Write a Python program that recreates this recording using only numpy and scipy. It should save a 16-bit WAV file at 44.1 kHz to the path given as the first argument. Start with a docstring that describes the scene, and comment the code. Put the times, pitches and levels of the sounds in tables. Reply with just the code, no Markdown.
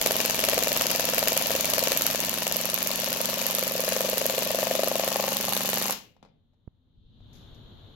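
"""Rapid hammering is heard first: a cordless impact driver sinks a screw into a furniture leg, close to a phone.
About 23 times a second a blow cracks, thumps the leg and shakes the frame; the hammer then clacks back on its spring.
Motor and gears whirr, hum and clatter. The screw runs in brightly, seats more dully and clamps a rapping joint.
Once the tool stops it comes off with a knock; rumble swells as the hand handles the phone, and a faint hiss rises.
Contacts are short bursts of coloured noise or fading tones, the frame and gear case are resonant filters."""
import sys
import numpy as np
from scipy import signal
from scipy.fft import rfft, irfft, next_fast_len
from scipy.io import wavfile
from scipy.ndimage import map_coordinates

SR = 44100
rng = np.random.default_rng(int(sys.argv[2]) if len(sys.argv) > 2 else 0)


def unload_audio(sound):
    """Save the sound as a 16-bit wav file, at the path given as the first command line argument."""
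    columns = np.transpose(np.atleast_2d(sound))
    # keep every value between -1 and 1, then stretch to whole-number steps
    steps = np.round(np.clip(columns, -1, 1) * 32767)
    wavfile.write(sys.argv[1], SR, steps.astype(np.int16))


N = 350595
TIME = np.arange(N) / SR
TOP_HZ = 16200  # nothing sounds above this

# Timing of the hammer: [t/s, blows struck so far]
BLOW_COUNT = [(0.0137, 0), (0.4865, 10), (1.6444, 35), (2.2382, 48), (2.559, 55), (2.7769, 60),
              (3.2045, 70), (4.0063, 89), (4.5057, 101), (4.7931, 108), (5.4829, 125), (5.8974, 135)]
# The screw runs in, its head seats, then it clamps the joint
SEATS_S, CLAMPS_S, STAGE_BLEND_S = 2.18, 4.85, 0.18
FRAME_SETTLES_S = 0.25  # frame and hum follow each stage this much later
# How hard the blows load the leg: [t/s, base thud level/dB]
FORCE = [(0.01, -24.5), (0.35, -28), (0.48, -21.5), (0.67, -29), (0.8, -26.5), (1.2, -26.5), (1.69, -30),
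         (1.87, -22.5), (1.98, -30.5), (2.3, -33.5), (2.5, -31), (2.86, -34), (3.25, -28.5), (3.52, -31.5),
         (3.98, -24.5), (4.42, -23.5), (4.78, -18.5), (5.22, -23), (5.36, -29), (5.9, -27.5)]
USUAL_DB = -30.5  # a middling base thud
# Blows that bite hard or glance off: [t/s, extra crack level/dB, extra thud level/dB]
ACCENTS = [(0.014, -2.5, -5), (0.061, 0.5, -0.3), (0.108, -2.5, 1.5), (0.156, -5, -0.3), (0.203, 3, 1),
           (0.345, -0.5, -1.5), (0.439, 3, 0), (0.486, 2, 0), (0.533, -3, -0.5), (0.579, 0.5, 5.5),
           (0.672, 3.5, 5.5), (0.717, 1, 1), (0.763, 0.5, -2), (0.857, -3, -4), (1.042, -3, -2.5),
           (1.274, 4.5, 3.5), (1.413, -3, -0.5), (1.459, 0, -2.5), (1.505, -2, 5), (1.552, 2, 5.5),
           (1.598, -6, -1.5), (1.69, -9, -1), (1.781, 3.5, 3.5), (1.873, 3, -3.5), (2.147, 3.5, 5),
           (2.238, 0, -0.5), (2.33, 2, -0.5), (2.422, 3, 4), (2.467, 7.5, 0.5), (2.513, 4, 3.5),
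           (2.733, 1.5, 1), (2.777, 3.5, -5), (2.862, 2.5, 3), (2.948, -9, -8.5), (3.162, -1.5, -6),
           (3.204, -1, 4), (3.373, -14, -1.5), (3.542, -3, -2), (3.584, 3, 0.5), (3.627, 2, 0.5),
           (3.753, -4, 0.5), (3.922, 6, -0.5), (3.964, 5, 0), (4.339, -12, -4), (4.422, 0.5, -3.5),
           (4.464, -11, -7.5), (4.588, -2.5, -2), (4.915, -4.5, -0.5), (4.996, -5, -2.5),
           (5.037, -0.5, -0.5), (5.077, -3, -0.5), (5.118, -0.5, -4), (5.158, 1.5, 2.5), (5.321, -1.5, 0),
           (5.361, -9, -6), (5.402, -8.5, 0), (5.442, -3.5, -1), (5.649, -3, -1), (5.69, 0, -1.5),
           (5.773, 1.5, -4.5), (5.856, 0, -4.5), (5.897, 0.5, 0)]
TURN_BLOWS, TURN_SLOWING = 24.55, 0.53  # blows in the first turn of the screw; later turns take longer

# Base levels: [running in level/dB, seated level/dB, clamped level/dB, dB gained per dB of force]
BLOW_LEVEL = (-16.5, -20, -17.5, 0.28)
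REBOUND_LEVEL = (-9, -13.5, -13, -0.36)
RAP_LEVEL = (-42, -37, -27.5, 0.32)
WHIRR_LEVEL = (-30, -32.5, -33.5, 0.06)
FRAME_LEVEL = (-45.5, -47.5, -50, 0.68)
CLATTER_LEVEL = (-44, -45, -43, -0.24)

# Noise colours, each later scaled to rms 1: [f/Hz, relative level per Hz/dB]
RUMBLE_COLOUR = [(12, -26), (20, -7), (70, -6.5), (102, -1), (130, -6.5), (159, -7), (182, -13),
                 (258, -10.5), (284, -22.5), (500, -30), (650, -49), (1100, -120)]
AIR_COLOUR = [(60, -24.5), (150, -4), (300, 4.5), (700, -1), (1500, -9), (2600, -20), (5000, -32.5),
              (6800, -22.5), (8500, -46.5), (12000, -25.5), (14000, -31.5), (15000, -67)]
HISS_COLOUR = [(1500, -36.5), (2600, -10.5), (3100, 4), (3700, 7.5), (4200, 1.5), (5000, -19.5),
               (6800, -26), (8200, -48), (15000, -73.5)]
BRUSH_COLOUR = [(1000, -12), (3000, 1), (6800, 3), (8800, -21), (10500, -6), (13000, -1), (14500, -25)]
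KNOCK_COLOUR = [(60, -30.5), (180, 15), (350, 0), (550, 5), (800, -2), (1050, -6), (1250, -8), (4500, -10),
                (7000, -20), (9000, -32), (12000, -27), (14500, -43)]
WHIRR_COLOUR = [(40, -15), (110, -8), (200, 3.5), (310, -2.5), (550, 2), (700, 2.5), (1000, 4),
                (1400, -3.5), (2200, -1), (2800, 3.5), (3400, 1.1), (6000, 2), (7200, -.5), (9000, -14),
                (12000, -2), (15600, -6.5)]
BLOW_COLOUR = [(120, -54.5), (300, -14.5), (600, 8), (1000, -3), (1500, -0.5), (2500, 0.3), (4300, 0.1),
               (5500, -8.5), (6800, 1), (8800, -6.5), (10200, -4), (11900, 3), (13500, 1), (15600, -8.5)]
REBOUND_COLOUR = [(120, -50.5), (300, -35.5), (600, -25.5), (1400, 0.5), (2800, -2.5), (4300, 4),
                  (5300, -0.5), (6700, 4), (8700, -3.5), (10100, 4.5), (10900, 5), (11950, 11.5),
                  (13400, 5.5), (15500, -1.5)]
CLINK_COLOUR = [(1000, -39.5), (4000, -15.5), (8000, -10), (10200, -13), (12000, 13.5), (13500, -2),
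                (15800, -5)]

# Background swells: [level before/dB, level after/dB, start t/s, rise time/s, power of the rise]
RUMBLE_SWELL = (-67, -51.3, 6.86, .48, 1)
AIR_SWELL = (-81.5, -59.3, 7.0, .41, 2.3)
HISS_SWELL = (-84.5, -60.2, 6.75, .67, 2.4)
# The two microphone ports hear the tool differently: [f/Hz, left minus right level/dB]
PORT_BALANCE = [(100, -1.5), (300, -0.5), (600, 3), (1500, 4.5), (2400, 4.5), (4000, 11), (6300, 18),
                (7500, 13.5), (9000, -3), (10200, -14), (12000, -16.5), (15500, -13)]
# Likeness of the noise at the two ports: [f/Hz, correlation]
PORT_LIKENESS = [(300, 0.7), (700, 0.23), (1300, 0.21), (3000, 0.16), (12000, 0.051)]
# How long the room rings: [f/Hz, time to fall 60 dB/s]
ROOM_DECAY = [(150, 0.93), (400, 0.58), (1000, 0.27), (2800, 0.46), (7300, 0.17), (14000, 0.066)]

# A finger bumps the phone: [t/s, level/dB]
BUMP = [(6.6775, -25)]
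# The hand shifts on the phone with dull thumps: [t/s, base level/dB]
THUMPS = [(6.99, -48), (7.062, -51), (7.215, -49.5), (7.527, -43.5), (7.655, -42), (7.9, -49)]
# Fingers brush the phone: [t/s, level/dB, time to fall 60 dB/s]
BRUSHES = [(7.33, -60, 0.21), (7.352, -66, 0.66), (7.545, -65, 0.096)]
# The tool and the hand knock on the leg: [t/s, base level/dB]
KNOCKS = [(6.165, -52.5), (6.2271, -40.5), (6.238, -53), (6.249, -47.5), (6.26, -52), (6.274, -63),
          (6.286, -62), (6.533, -68), (6.541, -69), (7.204, -57)]

# Hum on multiples of the hammer rate: [multiple, running in level/dB, seated level/dB, clamped level/dB]
HUM_LINES = [(3, -59, -62, -64), (4, -58, -68, -75.5), (5, -64.5, -63.5, -55.5), (6, -61.5, -54.5, -53.5),
             (7, -52.5, -60, -54), (8, -54, -46.5, -43.5), (9, -50, -51.5, -47.5), (10, -52.5, -50, -53.5),
             (11, -49.5, -57, -54.5), (12, -52.5, -56.5, -64.5), (13, -52, -73.5, -65), (15, -55, -68, -57),
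             (17, -60.5, -54.5, -54)]
HUM_FALL_S = 0.26  # time to fall 60 dB after the last blow
# The cam rocks the tool within each cycle: [share of the cycle, relative level/dB]
CAM_ROCKS = [(.04, 0), (.38, 0), (.79, 2)]
# Resonances of the gear case, rung by loose parts: [f/Hz, width/Hz, relative level/dB]
CASE_MODES = [(1735, 79, -3.5), (2360, 180, -6.5), (2730, 130, 1.5), (3040, 55, -1), (4140, 90, -5.5),
              (4470, 70, 6.5), (5800, 45, -2), (6230, 65, 6.5), (7063, 50, 1)]
CLATTER_PER_S = 330  # random ticks a second
# Resonances of the furniture frame:
# [f/Hz, width/Hz, relative level/dB running in, seated, clamped]
FRAME_MODES = [(524.6, 36, 0, 7, -1), (664, 24, 3, 2, -1.5), (802, 30, -13, -8, 3),
               (875, 29, -8, -10, -6.5), (960, 29, -6.5, -13, -16), (1062, 35, -15.5, -13, -1.5),
               (1155, 40, -14, -6, -5)]

# The leg's swing changes as the screw seats and clamps: [t/s, pitch f/Hz, half length/s]
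LEG_SWING = [(0.1, 558, 0.00096), (2.6, 596, 0.0013), (3.5, 561, 0.0017), (4.3, 546, 0.0014),
             (4.6, 600, .0012), (4.9, 610, 0.00089), (5.3, 547, 0.0014), (5.9, 555, 0.0011)]
LEG_LAG_S = 0.0014  # the leg swings widest just after a blow
THUD_LUG_DB = 0  # the thud is equally strong under both lugs
# Pushes on the leg: the cam winding up, take-up of the screw, the blow, and a weaker repeat of the thud just
# after it [t from # the blow/s, relative level/dB running in, seated, clamped, joint rap level/dB, timing
# spread/s]
PUSHES = [(-.0098, -11, -14.5, -18, -9.5, 0.0005), (-.0046, -4, -8.5, -23.5, -12, 0.00036),
          (0, 1.5, -0.1, 0, 1.5, .0001), (.0076, -10.5, -12.5, -13, -8.5, .0001)]
# Tones of the joint's rap: [f/Hz, relative level/dB, time to fall 60 dB/s]
RAP_TONES = [(810, 3.5, 0.019), (875, -8, 0.044), (1061, -1.5, 0.031), (1152, -6, 0.019)]
LAST_BLOW_DB = 3.5  # extra rap level on the last blow

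# Tones of the bit and the gear case: [f/Hz, level relative to the blow/dB, time to fall 60 dB/s]
TOOL_TONES = [(1280, -18, 0.01), (1790, -14, 0.016), (2325, -13.5, 0.018), (2816, -11, 0.015),
              (3370, -16.5, 0.0067), (4500, -4, 0.0036), (5100, -13, 0.011), (6040, -11, 0.013),
              (6860, -11, .012)]
CRACK_DB = -1.5  # the noisy crack beside those tones
BLOW_FADE_DB_PER_S = 2.3  # blows soften as the screw runs into the wood, until it seats
REBOUND_SHARE = 0.23  # the spring throws the hammer back after this share of a cycle
LUG_DB, CLINK_DB = 0.5, -3.5  # swing between the two lugs; the steel's ring against a rebound
# Rebounds that land dead square and ring out: [t/s, level/dB]
CLINKS = [(0.0719, -1.5), (0.1657, -3), (0.2594, -5), (0.7289, -6.5), (0.7737, -2), (0.8202, -5.5),
          (1.192, 0), (1.283, -4), (1.3753, -3.5), (1.9741, -1), (2.0204, -2.5), (2.0656, -1.5),
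          (2.5674, -1.5), (2.655, -8), (2.7424, 0), (2.8277, -3.5), (3.4662, -4), (3.5502, -3), (3.593, -3),
          (3.6782, -9.5), (4.0983, -5.5), (4.1812, -1), (4.2643, 2.5), (4.8835, -2), (5.369, -4),
          (5.4512, -6), (5.908, -7)]
# Lighter hammer touches: [share of the cycle, level against rebound/dB on a loose screw, on a tight screw]
CHATTER = [(0.42, -17.5, -12.5), (0.625, -19.5, -9)]


def amp(db):
    """Turn decibels into gain."""
    return 10 ** (np.asarray(db) / 20)


def unit(x):
    """Scale to rms 1."""
    return x / np.sqrt(np.mean(x ** 2) + 1e-20)


def along(points, hz):
    """Read (frequency, value) points on a log frequency axis."""
    f, v = np.transpose(points)
    return np.interp(np.log(hz + 1), np.log(f + 1), v)


def curves(rows, at):
    """Read every column after the first at the given points."""
    s, *cols = np.transpose(rows)
    return [np.interp(at, s, c) for c in cols]


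def filtered(x, response):
    """Multiply the spectrum of x by a response of frequency."""
    m = next_fast_len(N + SR // 2)
    return irfft(rfft(x, m) * response(np.fft.rfftfreq(m, 1 / SR)), m)[..., :N]


def noise(spectrum):
    """Make coloured stereo noise of rms 1, more alike in the bass than in the treble."""
    def colour(hz):
        alike = np.clip(along(PORT_LIKENESS, hz), -1, 1)
        return amp(along(spectrum, hz)) * np.sqrt([1 + alike, 1 - alike])
    mid, side = filtered(rng.standard_normal((2, N)), colour)
    return unit(np.array([mid + side, mid - side]))


def place(times, sizes, shape):
    """Add up copies of one shape (a function of age), each 1/36 s long, started at each time."""
    index = np.ceil(times * SR).astype(int)[:, None] + np.arange(SR // 36)
    waves = sizes[:, None] * shape(index / SR - times[:, None])
    return np.bincount(np.clip(index, 0, N).ravel(), waves.ravel(), N + 1)[:N]


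def bursts(times, db, rise, t60):
    """Make a loudness envelope of short contacts whose energies add."""
    def energy(t):
        return ((1 - np.exp(-t / rise)) * amp(-60 * t / t60)) ** 2
    return np.sqrt(place(times, amp(db) ** 2, energy))


def swell(t, width):
    """A hump of height 1 around age 0."""
    return 1 / np.cosh(t / width)


def resonance(f, hz, width):
    """Response of one damped resonance, with gain 1 at its own pitch."""
    return 1j * f * width / (hz * hz - f * f + 1j * f * width)


def wobble(rate):
    """A random curve of straight pieces, rate knots a second."""
    knots = rng.standard_normal(int(N * rate / SR) + 4)
    return map_coordinates(knots, [TIME * rate], order=1)


def blow_times():
    """The hammer strikes each time the blow count passes a whole number, with slight jitter."""
    s, struck = np.transpose(BLOW_COUNT)
    times = np.interp(np.arange(struck[-1] + 1), struck, s)
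    return times + 0.00012 * rng.standard_normal(len(times))


def stages(at):
    """Shares of the three stages: running in, seated, clamped."""
    seated, clamped = ((1 + np.tanh((at - s) / STAGE_BLEND_S)) / 2 for s in (SEATS_S, CLAMPS_S))
    return np.array([1 - seated, seated - clamped, clamped])


def stage_db(level, at):
    """A level that steps with the stage of the screw and varies with the force of the blows."""
    *steps_db, follow = level
    return np.array(steps_db) @ stages(at) + follow * (curves(FORCE, at)[0] - USUAL_DB)


def squareness(count):
    """The two lugs strike in turn; which lands more squarely (+1) swaps as the screw goes round."""
    k = np.arange(count)
    return (-1) ** k * np.cos(2 * np.pi * (k / TURN_BLOWS) ** TURN_SLOWING)


def accents(times):
    """Extra dB of crack and of thud for each blow."""
    s, *gains = np.transpose(ACCENTS)
    nearest = np.abs(times - s[:, None]).argmin(axis=1)
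    return [np.bincount(nearest, db, len(times)) for db in gains]


def background():
    """Handling rumble, room air and a narrow hiss, each rising from its quiet level."""
    def rising(before_db, after_db, start, rise, power):
        before, after = amp(before_db), amp(after_db)
        return before + (after - before) * np.clip((TIME - start) / rise, 0, 1) ** power
    rumble = rising(*RUMBLE_SWELL) * noise(RUMBLE_COLOUR)
    air = rising(*AIR_SWELL) * noise(AIR_COLOUR)
    hiss = rising(*HISS_SWELL) * noise(HISS_COLOUR)
    return rumble + air + hiss


def room(x, gap=0.0018):
    """A short diffuse tail of fading noise, less alike at the two ports towards the treble."""
    hz, t, z = signal.stft(rng.standard_normal((2, SR // 2)), SR, nperseg=256)
    turn = np.arccos(np.clip(along(PORT_LIKENESS, hz), -1, 1))[:, None] / 2
    z = np.cos(turn) * z[0] + np.array([1, -1])[:, None, None] * np.sin(turn) * z[1]
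    decay = amp(-60 * t / along(ROOM_DECAY, hz)[:, None])
    onset = 1 - np.exp(-(t / gap) ** 2)
    tail = signal.istft(z * decay * onset, SR, nperseg=256)[1]
    return signal.fftconvolve(x, tail / np.linalg.norm(tail[0]), axes=1)[:, :N]


def shifting_room(x, count=4):
    """The echoes blend from one random tail to the next as hand and tool move."""
    position = np.minimum(TIME / BLOW_COUNT[-1][0], 1) * (count - 1)
    return sum(room(x * np.sqrt(np.maximum(1 - np.abs(position - k), 0))) for k in range(count))


def ports(x, lag=0.00007):
    """Each port takes its own share of every frequency; the sound reaches the right one slightly earlier."""
    def response(hz):
        ratio = amp(along(PORT_BALANCE, hz)) ** 2
        share = np.sqrt(2 * np.array([ratio, np.ones_like(hz)]) / (1 + ratio))
        return share * np.exp(np.pi * hz * lag * np.array([[-1j], [1j]]))
    return filtered(x, response)


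def thumps(width=0.007):
    """Soft, slow pushes of the hand on the phone's case, each swinging one way and then the other."""
    sound = 0
    for s, db in THUMPS:
        age = (TIME - s) / width
        sound = sound + amp(db) * 1.6 * age * np.exp(-age ** 2)
    return sound


def bump(width=0.00086, recoil=0.0038):
    """One pointed push on the phone's case and its slower return, mostly at the right port."""
    s, db = BUMP[0]
    age = TIME - s
    after = np.maximum(age, 0) / recoil
    push = np.exp(-np.hypot(age, 0.00012) / width)
    slow_return = after * np.exp(-after ** 2)
    return amp(db) * (push - slow_return) * amp([[-14], [0]])


def knocks(body_hz=720, body_db=2.5, width=0.00048):
    """Taps as the tool comes off the leg, each a round wooden swing with a rattle, and light finger brushes."""
    s, db = np.transpose(KNOCKS)
    rattle = bursts(s, db - 2.5, rise=0.00056, t60=0.031) * noise(KNOCK_COLOUR)
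    run_in = 0.01  # room for the swing to grow before its peak, in s

    def swing(t):
        return swell(t - run_in, width) * np.cos(2 * np.pi * body_hz * (t - run_in))
    body = place(s + 0.00158 - run_in, amp(db + body_db), swing)
    brushes = sum((TIME > s) * amp(db - 60 * np.abs(TIME - s) / t60) for s, db, t60 in BRUSHES)
    return rattle + body + brushes * noise(BRUSH_COLOUR)


def hum(times, waver_db=0.6):
    """Clean tones glide with the hammer rate, bunch where the cam rocks the tool, and die after the last blow."""
    after = np.maximum(TIME - times[-1], 0)
    cycles = curves(BLOW_COUNT, TIME)[0] + after / (times[-1] - times[-2])
    shares, sound = stages(TIME - FRAME_SETTLES_S), 0
    for k, *steps_db in HUM_LINES:
        lead = np.angle(sum(amp(db) * np.exp(-2j * np.pi * k * share) for share, db in CAM_ROCKS))
        size = (amp(steps_db) @ shares) * amp(waver_db * wobble(10))
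        sound = sound + size * np.sqrt(2) * np.sin(2 * np.pi * k * cycles + lead)
    fade_in = np.minimum(TIME / 0.02, 1)
    return sound * amp(-60 * after / HUM_FALL_S) * fade_in


def gears(times, rattle=0.74, scatter_db=4, brake_t60=0.28):
    """Motor and gears whirr, their loose teeth ticking unevenly, until the brake stops them."""
    count = 19 * (len(times) - 1)  # 19 ticks per blow
    late, size = rng.standard_normal((count, 2)).T
    tick_blows = np.linspace(0, len(times) - 1, count) + 0.02 * late
    tick_times = np.interp(tick_blows, np.arange(len(times)), times)
    running = TIME < times[-1]
    ticks = bursts(tick_times, scatter_db * np.clip(size, -2, 2), rise=0.0002, t60=0.011)
    share = np.clip(rattle, 0, 0.95) * running
    grain = np.sqrt(1 - share + share * ticks ** 2 / np.mean(ticks[running] ** 2))
    braking_db = -60 * np.maximum(TIME - times[-1] - 0.035, 0) / brake_t60
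    return amp(stage_db(WHIRR_LEVEL, TIME) + braking_db) * grain * noise(WHIRR_COLOUR)


def clatter(times, spread_db=5.5, touch_db=13, touch_spread=0.0005):
    """Loose bit and gears tick at random and at each touch of the hammer; every tick rings the gear case."""
    gap, size, sign = rng.random((4000, 3)).T
    at = np.cumsum(-np.log(1 - gap)) / CLATTER_PER_S
    size_db = spread_db * np.minimum(-np.log(1 - size), 3)
    sizes = np.sign(sign - 0.5) * amp(size_db) * (at < times[-1])

    def tick(t):
        return np.exp(-t / 0.00003)
    ticks = place(at, sizes, tick)
    for share, *_ in CHATTER:
        late, size = rng.standard_normal((2, len(times)))
        touch_times = times + share * np.gradient(times) + touch_spread * late
        ticks = ticks + place(touch_times, amp(touch_db + 2 * size), tick)

    def case(f):  # neighbouring resonances have opposite signs
        return sum((-1) ** k * amp(db) * resonance(f, hz, w) for k, (hz, w, db) in enumerate(CASE_MODES))
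    return amp(stage_db(CLATTER_LEVEL, TIME)) * unit(filtered(ticks, case))


def frame(times, lug_db=2.0):
    """The blows keep the frame ringing; its resonances shift weight from stage to stage."""
    push_db = lug_db * squareness(len(times)) + 0.6 * rng.standard_normal(len(times))
    pushes = place(times, amp(push_db), lambda t: np.exp(-t / 0.0001))

    def modes(f):  # one response for each stage
        return sum((-1) ** k * amp(steps_db)[:, None] * resonance(f, hz, w)
                   for k, (hz, w, *steps_db) in enumerate(FRAME_MODES))
    ringing = np.sum(stages(TIME - FRAME_SETTLES_S) * filtered(pushes, modes), axis=0)
    return amp(stage_db(FRAME_LEVEL, TIME)) * unit(ringing)


def leg(times, crest_db=4.5, rap_lead=0.004, detune=0.018, scatter_db=1.2):
    """The damped leg swings a few times under each push around a blow, and the joint raps with it."""
    crack_db, thud_db = accents(times)
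    force_db = curves(FORCE, times)[0] + thud_db + THUD_LUG_DB * squareness(len(times))
    rap_db = stage_db(RAP_LEVEL, times) + crack_db / 2 + LAST_BLOW_DB * (times == times[-1])
    pitch, width = curves(LEG_SWING, times[:, None])
    swing_hz = pitch * (1 + detune * rng.standard_normal(pitch.shape))
    run_in = 0.012  # room for the swing to grow before its peak, in s

    def swing(t):
        return -swell(t - run_in, width) * np.cos(2 * np.pi * swing_hz * (t - run_in))

    def rap(t):
        tones = sum(amp(db - 60 * t / t60) * np.sin(2 * np.pi * hz * t) for hz, db, t60 in RAP_TONES)
        return (1 - np.exp(-(t / 0.0011) ** 2)) * tones
    sound = 0
    for delay, *steps_db, joint_db, spread in PUSHES:
        size, late, rattle, slip = rng.standard_normal((len(times), 4)).T
        at = times + LEG_LAG_S + delay + spread * late
        push_db = np.array(steps_db) @ stages(times) + scatter_db * size
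        sound = sound + place(at - run_in, amp(force_db + crest_db + push_db), swing)
        sound = sound + place(at - rap_lead + 0.00047 * slip, amp(rap_db + joint_db + rattle), rap)
    return sound


def tool_ring(times, db, scatter_db=1.5):
    """Every blow rings the same damped tones of the bit and the gear case."""
    ring = 0
    for hz, level_db, t60 in TOOL_TONES:
        size, late = rng.standard_normal((2, len(times)))

        def tone(t):
            return (1 - np.exp(-t / 0.00015)) * amp(-60 * t / t60) * np.sin(2 * np.pi * hz * t)
        ring = ring + place(times + 0.0001 * late, amp(db + level_db + scatter_db * size), tone)
    return ring


def hammer(times, blow_scatter_db=3.0, rebound_scatter_db=2.5, lug_lead=0.000079):
    """Steel on steel: the blow, the rebound, and light chatter while the spring winds up again."""
    blow_chance, late, rebound_chance = rng.standard_normal((len(times), 3)).T
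    cycle, square = np.gradient(times), squareness(len(times))
    softening_db = BLOW_FADE_DB_PER_S * np.maximum(SEATS_S - times, 0)
    blow_db = stage_db(BLOW_LEVEL, times) + softening_db + accents(times)[0]
    blow = bursts(times - 0.0002, blow_db + blow_scatter_db * blow_chance, rise=0.00053, t60=0.014)

    rebound_db = stage_db(REBOUND_LEVEL, times)
    rebound_times = times + REBOUND_SHARE * cycle - lug_lead * square + 0.000099 * late
    clink_db = rebound_db + CLINK_DB + 2 * LUG_DB * (square - 1)
    s, db = np.transpose(CLINKS)
    nearest = np.abs(rebound_times - s[:, None]).argmin(axis=1)
    rebound_times[nearest], clink_db[nearest] = s, db  # the square ones take their listed time and level
    clinks = bursts(rebound_times, clink_db, rise=0.00025, t60=0.0044)
    clack_db = rebound_db + LUG_DB * square / 2 + rebound_scatter_db * rebound_chance
    rebound = bursts(rebound_times, clack_db, rise=0.00013, t60=0.0076)

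    tight = times / times[-1]
    touches = 0
    for share, loose_db, tight_db in CHATTER:
        late, size = rng.standard_normal((2, len(times)))
        touch_db = rebound_db + loose_db + (tight_db - loose_db) * tight + 2 * size
        touch_times = times + share * cycle + 0.00018 * late
        touches = touches + bursts(touch_times, touch_db, rise=0.0002, t60=0.024)
    crack = amp(CRACK_DB) * blow * noise(BLOW_COLOUR) + tool_ring(times, blow_db)
    return crack + (rebound + touches) * noise(REBOUND_COLOUR) + clinks * noise(CLINK_COLOUR)


def scene():
    """Tool and furniture in the room, over the background."""
    times = blow_times()
    steel = hammer(times) + gears(times) + clatter(times)
    taps = knocks()
    thuds = leg(times)
    drone = frame(times) + hum(times)
    echoes = shifting_room(amp(-12.5) * steel + amp(-17.0) * thuds + amp(-8) * taps)
    tool_and_furniture = ports(steel + taps + thuds + drone + echoes)
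    return tool_and_furniture + bump() + thumps() + background() * amp([[1.5], [-1.5]])


def record(dry, top=0.39):
    """The tallest peaks are rounded, and nothing sounds above TOP_HZ."""
    rounded = dry / (1 + (dry / top) ** 4) ** (1 / 4)
    return filtered(rounded, lambda hz: 1 / (1 + (hz / TOP_HZ) ** 160))


dry = scene()
out = record(dry)
unload_audio(out)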